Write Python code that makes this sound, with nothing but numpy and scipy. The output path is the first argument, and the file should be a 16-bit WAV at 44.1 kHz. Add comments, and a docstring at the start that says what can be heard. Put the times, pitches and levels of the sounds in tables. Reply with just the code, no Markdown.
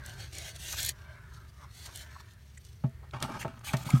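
"""A gritty scrape swells and stops, close by, over low handling rumble and faint hiss.
Something is dragged over a plastic bin: grit slips, snaps and chatters on the wall.
Light rubbing and a second scrape follow. Then the bin is knocked and scuffed several
times; its wall rings and its hollow body booms."""
import sys
import numpy as np
from scipy import signal
from scipy.fft import rfft, irfft
from scipy.io import wavfile

SR = 44100
rng = np.random.default_rng(int(sys.argv[2]) if len(sys.argv) > 2 else 0)


def materialize(psi):
    """Save the field psi as 16-bit PCM at rate SR to the path in sys.argv[1].

    A 1-D psi becomes a single channel; in a 2-D psi each row is a channel.
    """
    bounded = np.clip(np.atleast_2d(psi).T, -1, 1)
    quanta = np.round(bounded * 32767).astype(np.int16)
    wavfile.write(sys.argv[1], SR, quanta)


N = 176400
TIME_S = np.arange(N) / SR

# Background and rubbing envelopes: time_s, level_db
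RUMBLE_LEVEL = [(0, -45.5), (.25, -45), (.31, -48.5), (.4, -46.5), (.85, -45.5), (1.15, -51), (1.4, -47.5),
                (1.55, -52.5), (1.95, -48), (2.5, -54), (3, -47), (3.55, -51.5), (4, -47)]
SAND_LEVEL = [(0, -61), (.95, -65.5), (1.2, -74.5), (1.38, -66.5), (1.52, -73), (1.8, -59.5), (2.2, -63.5),
              (2.35, -71.5), (2.55, -71), (2.66, -62.5), (2.8, -73), (3, -82), (3.55, -71), (4, -84)]
RUB_LEVEL = [(0, -48.5), (.28, -61), (.33, -68), (.8, -54.5), (.95, -61.5), (1.1, -52), (1.22, -59),
             (1.42, -58), (1.52, -70.5), (1.62, -55.5), (1.72, -68), (1.86, -61.5), (2.15, -55.5),
             (2.3, -67), (2.55, -79), (2.8, -86), (2.92, -69), (3.1, -64.5)]
# Source spectra: freq_hz, gain_db
RUMBLE_SPECTRUM = [(25, -38), (40, -9), (52, -5), (72, 5), (90, -4.5), (115, -0.5), (135, -4.5), (165, -14),
                   (210, -27.5), (300, -29.5), (380, -22.5), (500, -31.5)]
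HISS_SPECTRUM = [(120, -83), (200, 17), (386, -28), (527, -8.5), (644, -1), (788, -4), (2110, -0.5),
                 (2360, -4), (5570, -11), (15800, -14.5)]
SAND_SPECTRUM = [(2000, -7), (3200, 1), (4400, 1.5), (5000, -2), (6000, 0.5), (7400, -8.5), (9200, -5.5),
                 (10500, -17), (12000, -6.5), (15800, -25)]
RUB_SPECTRUM = [(150, -29), (250, -4.5), (278, 11), (305, -23), (378, 2), (461, -13.5), (609, 5.5),
                (744, -7), (970, 8.5), (1050, 1.5), (1550, 7.5), (1810, 5), (2020, 0), (2300, 0.5),
                (2460, -10), (3090, -9.5), (6000, -20.5), (7800, -67), (13200, -120)]
SCRAPE_SPECTRUM = [(350, -8), (500, -12.5), (650, -0.5), (830, -8), (950, -20.5), (1200, -11),
                   (1400, -17.5), (1580, 4), (1750, -0.5), (2150, 1.5), (2450, -3), (3150, 4), (3850, 1.5),
                   (4550, 2), (4950, -3.5), (6200, 1.5), (7400, -2), (8300, -1), (9400, -2), (10400, -9),
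                   (11600, -5), (15800, -13)]
SCUFF_SPECTRUM = [(90, -4), (130, 4), (180, -1), (235, 0), (300, -8.5), (460, -24), (630, -26), (722, -14),
                  (810, -4), (1000, -11.5), (1280, -6), (1550, -10.5), (2030, -22.5), (2280, -14),
                  (2700, -24), (3300, -24.5), (5200, -29), (9000, -37.5)]
# Rubbing resonance: time_s, pitch_hz
RUB_GLIDE = [(0, 1520), (.5, 1600), (.95, 1620), (1.17, 1540), (1.4, 1330), (1.65, 1130), (1.9, 1700),
             (2.15, 1760), (2.5, 1800), (3.1, 1870)]
# Scrape envelopes, one per stroke: time_s, level_db
SCRAPE_STROKES = [
    [(0.06, -57), (0.064, -55), (0.074, -52), (0.092, -51), (0.162, -60), (0.2, -46), (0.246, -50.5),
     (0.31, -72)],
    [(0.31, -85), (0.328, -48.5), (0.38, -45), (0.384, -45), (0.404, -46.5), (0.488, -43), (0.54, -58),
     (0.56, -47), (0.58, -61)],
    [(0.58, -61), (0.602, -48), (0.726, -39), (0.756, -45), (0.788, -35), (0.886, -38), (0.892, -32.5),
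     (0.925, -57.5)],
    [(1.71, -73), (1.75, -57.5), (1.842, -52), (1.866, -44.5), (1.884, -62), (1.928, -59), (1.956, -47.5),
     (2.03, -50.5), (2.07, -76)],
    [(3.2, -58), (3.216, -58), (3.226, -43), (3.238, -47), (3.282, -59), (3.388, -60.5), (3.398, -44),
     (3.418, -41), (3.47, -72)],
    [(3.62, -98), (3.648, -46), (3.684, -41.5), (3.726, -55.5), (3.734, -41), (3.762, -62), (3.772, -44),
     (3.78, -51.5), (3.84, -52)],
    [(3.84, -69), (3.85, -55), (3.864, -46.5), (3.888, -49.5), (3.902, -42), (3.928, -53.5), (3.986, -48.5),
     (4.0, -62)],
]
# Brightness per stroke: tilt_db_per_octave
SCRAPE_TILTS = [-2.9, -2.65, 0.45, 0.13, -1.1, 0.79, 1.1]
# Catching grit: start_s, level_db, centre_hz
GRIT_SNAPS = [(.062, -33.5, 7840), (0.095, -37, 5870), (.333, -42, 7100), (.352, -36, 7000),
              (.384, -26.5, 6670), (0.562, -34, 6000), (0.727, -26.5, 7500), (0.83, -21.5, 7900),
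              (0.849, -23, 9000), (0.862, -20, 10000), (.891, -17.5, 7500), (1.860, -37, 6900),
              (1.872, -49, 7000), (1.959, -29, 6900), (1.974, -35, 6900), (2.335, -54.5, 7000),
              (2.574, -44, 2190), (2.574, -55, 7000), (2.650, -44.5, 6000), (2.665, -48, 6000),
              (2.895, -58, 9000), (3.11, -41, 3440), (3.203, -35, 4480), (3.226, -21.5, 2920),
              (3.226, -23, 6500), (3.257, -48, 6000), (3.593, -48, 6060), (3.644, -49, 7000),
              (3.735, -31, 5000), (3.769, -32.5, 5740), (3.904, -27, 6300)]
# Stick-slip chatters: peak_s, level_db, centre_hz, length_s, relative_width
CHATTERS = [(.737, -44.5, 1120, 0.013, 0.49), (0.794, -45, 1610, 0.023, 0.13),
            (0.795, -40.5, 3750, .026, 0.23), (1.638, -51, 1090, 0.026, 0.23),
            (1.886, -53, 840, 0.025, 0.95), (2.164, -45, 1000, 0.0093, 0.21),
            (2.206, -52.5, 1050, 0.0086, 0.17), (2.578, -52, 1990, 0.007, 0.13),
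            (2.579, -52, 7650, 0.0073, .12), (3.039, -57, 685, 0.027, 0.74),
            (3.244, -42.5, 238, 0.028, 0.176), (3.305, -41.5, 263, 0.0093, 0.38),
            (3.425, -41.5, 1980, 0.018, 0.31), (3.692, -38, 2320, 0.016, 0.11),
            (3.893, -33, 935, 0.0056, 0.094), (3.907, -39.5, 2310, 0.0083, 0.07)]
# Blows on the bin: start_s, boom_db, wall_db, cutoff_hz
BLOWS = [(2.839, -16, -26, 720), (3.135, -43, -31, 1490), (3.224, -29, -27.5, 2940), (3.289, -38, -30, 900),
         (3.448, -28, -21.5, 850), (3.735, -17.5, -21, 1820), (3.804, -35.5, -57, 905),
         (3.86, -28.5, -44, 1000), (3.934, -7.5, -37, 350)]
# Modes of the hollow body and the plastic wall: freq_hz, gain_db, t60_s
BODY_MODES = [(126.8, 1.5, 0.14), (207.7, -13, .07), (228.7, -14, 0.16)]
PLASTIC_MODES = [(388, -5.5, 0.158), (597.5, 2, 0.1), (659, -4, 0.24), (679, -26, 0.16), (814, 0, 0.099),
                 (906, 0.5, 0.11), (1129, -1, 0.096), (1294, 7.5, 0.045), (1630, -0.5, 0.047),
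                 (1834, -4.5, 0.12), (2280, -1, 0.11), (2655, -4, 0.091), (2860, 4.5, 0.033),
                 (3230, 0, 0.052)]
# Scuff envelopes, one per stroke: time_s, level_db
SCUFF_STROKES = [
    [(3.12, -66), (3.138, -41), (3.176, -43.5), (3.192, -51.5), (3.212, -44.5), (3.22, -41)],
    [(3.24, -41), (3.274, -46), (3.286, -44), (3.376, -38.5), (3.388, -47.5), (3.428, -46.5), (3.44, -43)],
    [(3.48, -44.5), (3.566, -59.5), (3.578, -51), (3.604, -65), (3.612, -54), (3.62, -59)],
    [(3.63, -60), (3.646, -47), (3.66, -56), (3.668, -48), (3.688, -51), (3.725, -45.5)],
    [(3.78, -47), (3.836, -49), (3.908, -38.5), (3.922, -41.5), (3.96, -37), (3.99, -52.5), (4.0, -39)],
]


def from_db(db):
    """Decibels to gain."""
    return 10 ** (np.asarray(db) / 20)


def unit_rms(x):
    """Scale to unit power."""
    return x / np.sqrt(np.mean(x ** 2) + 1e-20)


def envelope(curve):
    """Gain along a level curve, silent outside it."""
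    time_s, level_db = np.transpose(curve)
    return from_db(np.interp(TIME_S, time_s, level_db, left=-120, right=-120))


def butter(x, hz, kind):
    """Causal second-order Butterworth filter."""
    return signal.sosfilt(signal.butter(2, hz, kind, fs=SR, output="sos"), x + 1e-18)


def colour(x, spectrum):
    """Apply a spectrum, falling 20 dB per octave past its ends; unit power."""
    hz, db = np.transpose(spectrum)
    bins_hz = np.maximum(np.arange(N // 2 + 1) * SR / N, 1)
    octaves_outside = np.abs(np.log2(bins_hz / np.clip(bins_hz, hz[0], hz[-1])))
    gain_db = np.interp(np.log(bins_hz), np.log(hz), db) - 20 * octaves_outside
    return unit_rms(irfft(rfft(x) * from_db(gain_db), N))


def slips(rate_per_s, spread_db):
    """Random tiny slips of uneven size; unit power."""
    sizes = from_db(spread_db * np.minimum(rng.exponential(1, N), 4))
    slipping = rng.random(N) < rate_per_s / SR
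    return unit_rms(slipping * sizes * rng.choice([-1, 1], N))


def ring(x, modes):
    """Drive decaying modes."""
    out = 0
    for hz, db, t60_s in modes:
        radius, step_rad = from_db(-60 / (t60_s * SR)), 2 * np.pi * hz / SR
        feedback = [1, -2 * radius * np.cos(step_rad), radius ** 2]
        out += from_db(db) * signal.lfilter([0, np.sin(step_rad)], feedback, x + 1e-18)
    return out


def burst(t60_s, samples):
    """Decaying noise."""
    return rng.standard_normal(samples) * from_db(-60 * TIME_S[:samples] / t60_s)


def add(out, start_s, x):
    """Mix x in at start_s."""
    i = int(start_s * SR)
    out[i:i + len(x)] += x[:N - i]


def hollow(x, hop_s=0.09, reflection_db=4.5):
    """Add close reflections inside the bin, changing as the contact moves."""
    out, hop = x.copy(), int(hop_s * SR)
    window = np.sqrt(np.hanning(2 * hop))
    for i in range(0, N, hop):
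        piece = x[i:i + 2 * hop] * window[:N - i]
        tail = burst(t60_s=0.042, samples=2000)
        tail *= from_db(reflection_db) / np.linalg.norm(tail)
        add(out, i / SR, signal.fftconvolve(piece, tail))
    return out


def background():
    """Handling rumble, steady hiss and a faint, fluttering rustle of sand."""
    rumble = from_db(-0.5) * envelope(RUMBLE_LEVEL) * colour(rng.standard_normal(N), RUMBLE_SPECTRUM)
    hiss = from_db(-67) * colour(rng.standard_normal(N), HISS_SPECTRUM)
    flutter_db = 3 * unit_rms(butter(rng.standard_normal(N), 18.6, "low"))
    sand = colour(hollow(slips(rate_per_s=1100, spread_db=2.5)), SAND_SPECTRUM)
    return rumble + hiss + envelope(SAND_LEVEL) * from_db(flutter_db) * sand


def rub(friction_db=-2, resonance_db=-5.5, half_width_hz=57):
    """Light, dull sliding; one resonance glides as the contact moves."""
    friction = colour(hollow(slips(rate_per_s=2500, spread_db=3.5)), RUB_SPECTRUM)
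    pitch_hz = np.interp(TIME_S, *np.transpose(RUB_GLIDE))
    phase_rad = 2 * np.pi * np.cumsum(pitch_hz) / SR
    in_phase, quadrature = butter(rng.standard_normal((2, N)), half_width_hz, "low")
    resonance = unit_rms(in_phase * np.cos(phase_rad) + quadrature * np.sin(phase_rad))
    return envelope(RUB_LEVEL) * (from_db(friction_db) * friction + from_db(resonance_db) * resonance)


def scrape():
    """Dense grit slips over the wall; each stroke has its own brightness."""
    grit = hollow(slips(rate_per_s=11000, spread_db=4.5))
    out = np.zeros(N)
    for stroke, tilt in zip(SCRAPE_STROKES, SCRAPE_TILTS):
        spectrum = [(hz, db + tilt * np.log2(hz)) for hz, db in SCRAPE_SPECTRUM]
        out += envelope(stroke) * colour(grit, spectrum)
    return out


def snaps(edge_ratio=1.6):
    """Single grains catch and let go with a sharp tick."""
    out = np.zeros(N)
    for start_s, level_db, centre_hz in GRIT_SNAPS:
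        band_hz = [centre_hz / edge_ratio, centre_hz * edge_ratio]
        tick = butter(burst(t60_s=0.015, samples=13000), band_hz, "band")
        add(out, start_s, from_db(level_db) * tick)
    return out


def chatters():
    """Brief stick-slip noise bands, from low judders to thin squeaks."""
    out = np.zeros(N)
    for peak_s, level_db, centre_hz, length_s, width in CHATTERS:
        band_hz = [centre_hz / (1 + width), centre_hz * (1 + width)]
        chatter = unit_rms(butter(rng.standard_normal(N), band_hz, "band"))
        swell = np.exp(-2 * ((TIME_S - peak_s) / length_s) ** 2)
        out += from_db(level_db) * swell * chatter
    return out


def knocks(overshoot=0.38, sag_s=0.0089, attack_s=0.0051, contact_s=0.0024):
    """Each blow booms the body and rattles the wall; soft contacts are duller."""
    out, click, t = np.zeros(N), signal.unit_impulse(SR // 2), TIME_S[:SR // 2]
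    # A blow stiffens the wall: the boom starts sharp and sags.
    warped_s = t + overshoot * sag_s * (1 - np.exp(-t / sag_s))
    boom = sum(from_db(db - 60 * t / t60_s) * np.sin(2 * np.pi * hz * warped_s)
               for hz, db, t60_s in BODY_MODES)
    boom *= 1 - np.exp(-(t / attack_s) ** 2)
    flattening = 1 - np.exp(-t / contact_s)  # clatter builds as the contact flattens
    for start_s, boom_db, wall_db, cutoff_hz in BLOWS:
        ringing = sum(rng.choice([-1, 1]) * rng.uniform(0.65, 1) * ring(click, [mode])
                      for mode in PLASTIC_MODES)
        clatter = flattening * burst(t60_s=0.088, samples=len(t))
        wall = from_db(-12) * butter(ringing, 214, "high") + from_db(2.5) * butter(clatter, 220, "high")
        add(out, start_s, from_db(boom_db) * boom)
        add(out, start_s, from_db(wall_db) * butter(wall, cutoff_hz, "low"))
    return out


def scuffs():
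    """Coarse slips under pressure ring the wall and the body."""
    drive = slips(rate_per_s=1500, spread_db=3.5)
    friction = from_db(1) * colour(hollow(drive), SCUFF_SPECTRUM)
    wall = from_db(-10.5) * unit_rms(ring(drive, PLASTIC_MODES))
    body = from_db(-8.5) * unit_rms(ring(drive, BODY_MODES))
    gain = np.max([envelope(stroke) for stroke in SCUFF_STROKES], axis=0)
    return gain * (friction + wall + body)


def scene():
    """All sources, mono."""
    return (background() + rub() + scrape() + snaps() + chatters() + knocks() + scuffs())[None]


def record(dry):
    """Steep low-pass at 15.9 kHz."""
    return signal.sosfilt(signal.ellip(10, 0.2, 70, 15900, fs=SR, output="sos"), dry)


dry = scene()
out = record(dry)
materialize(out)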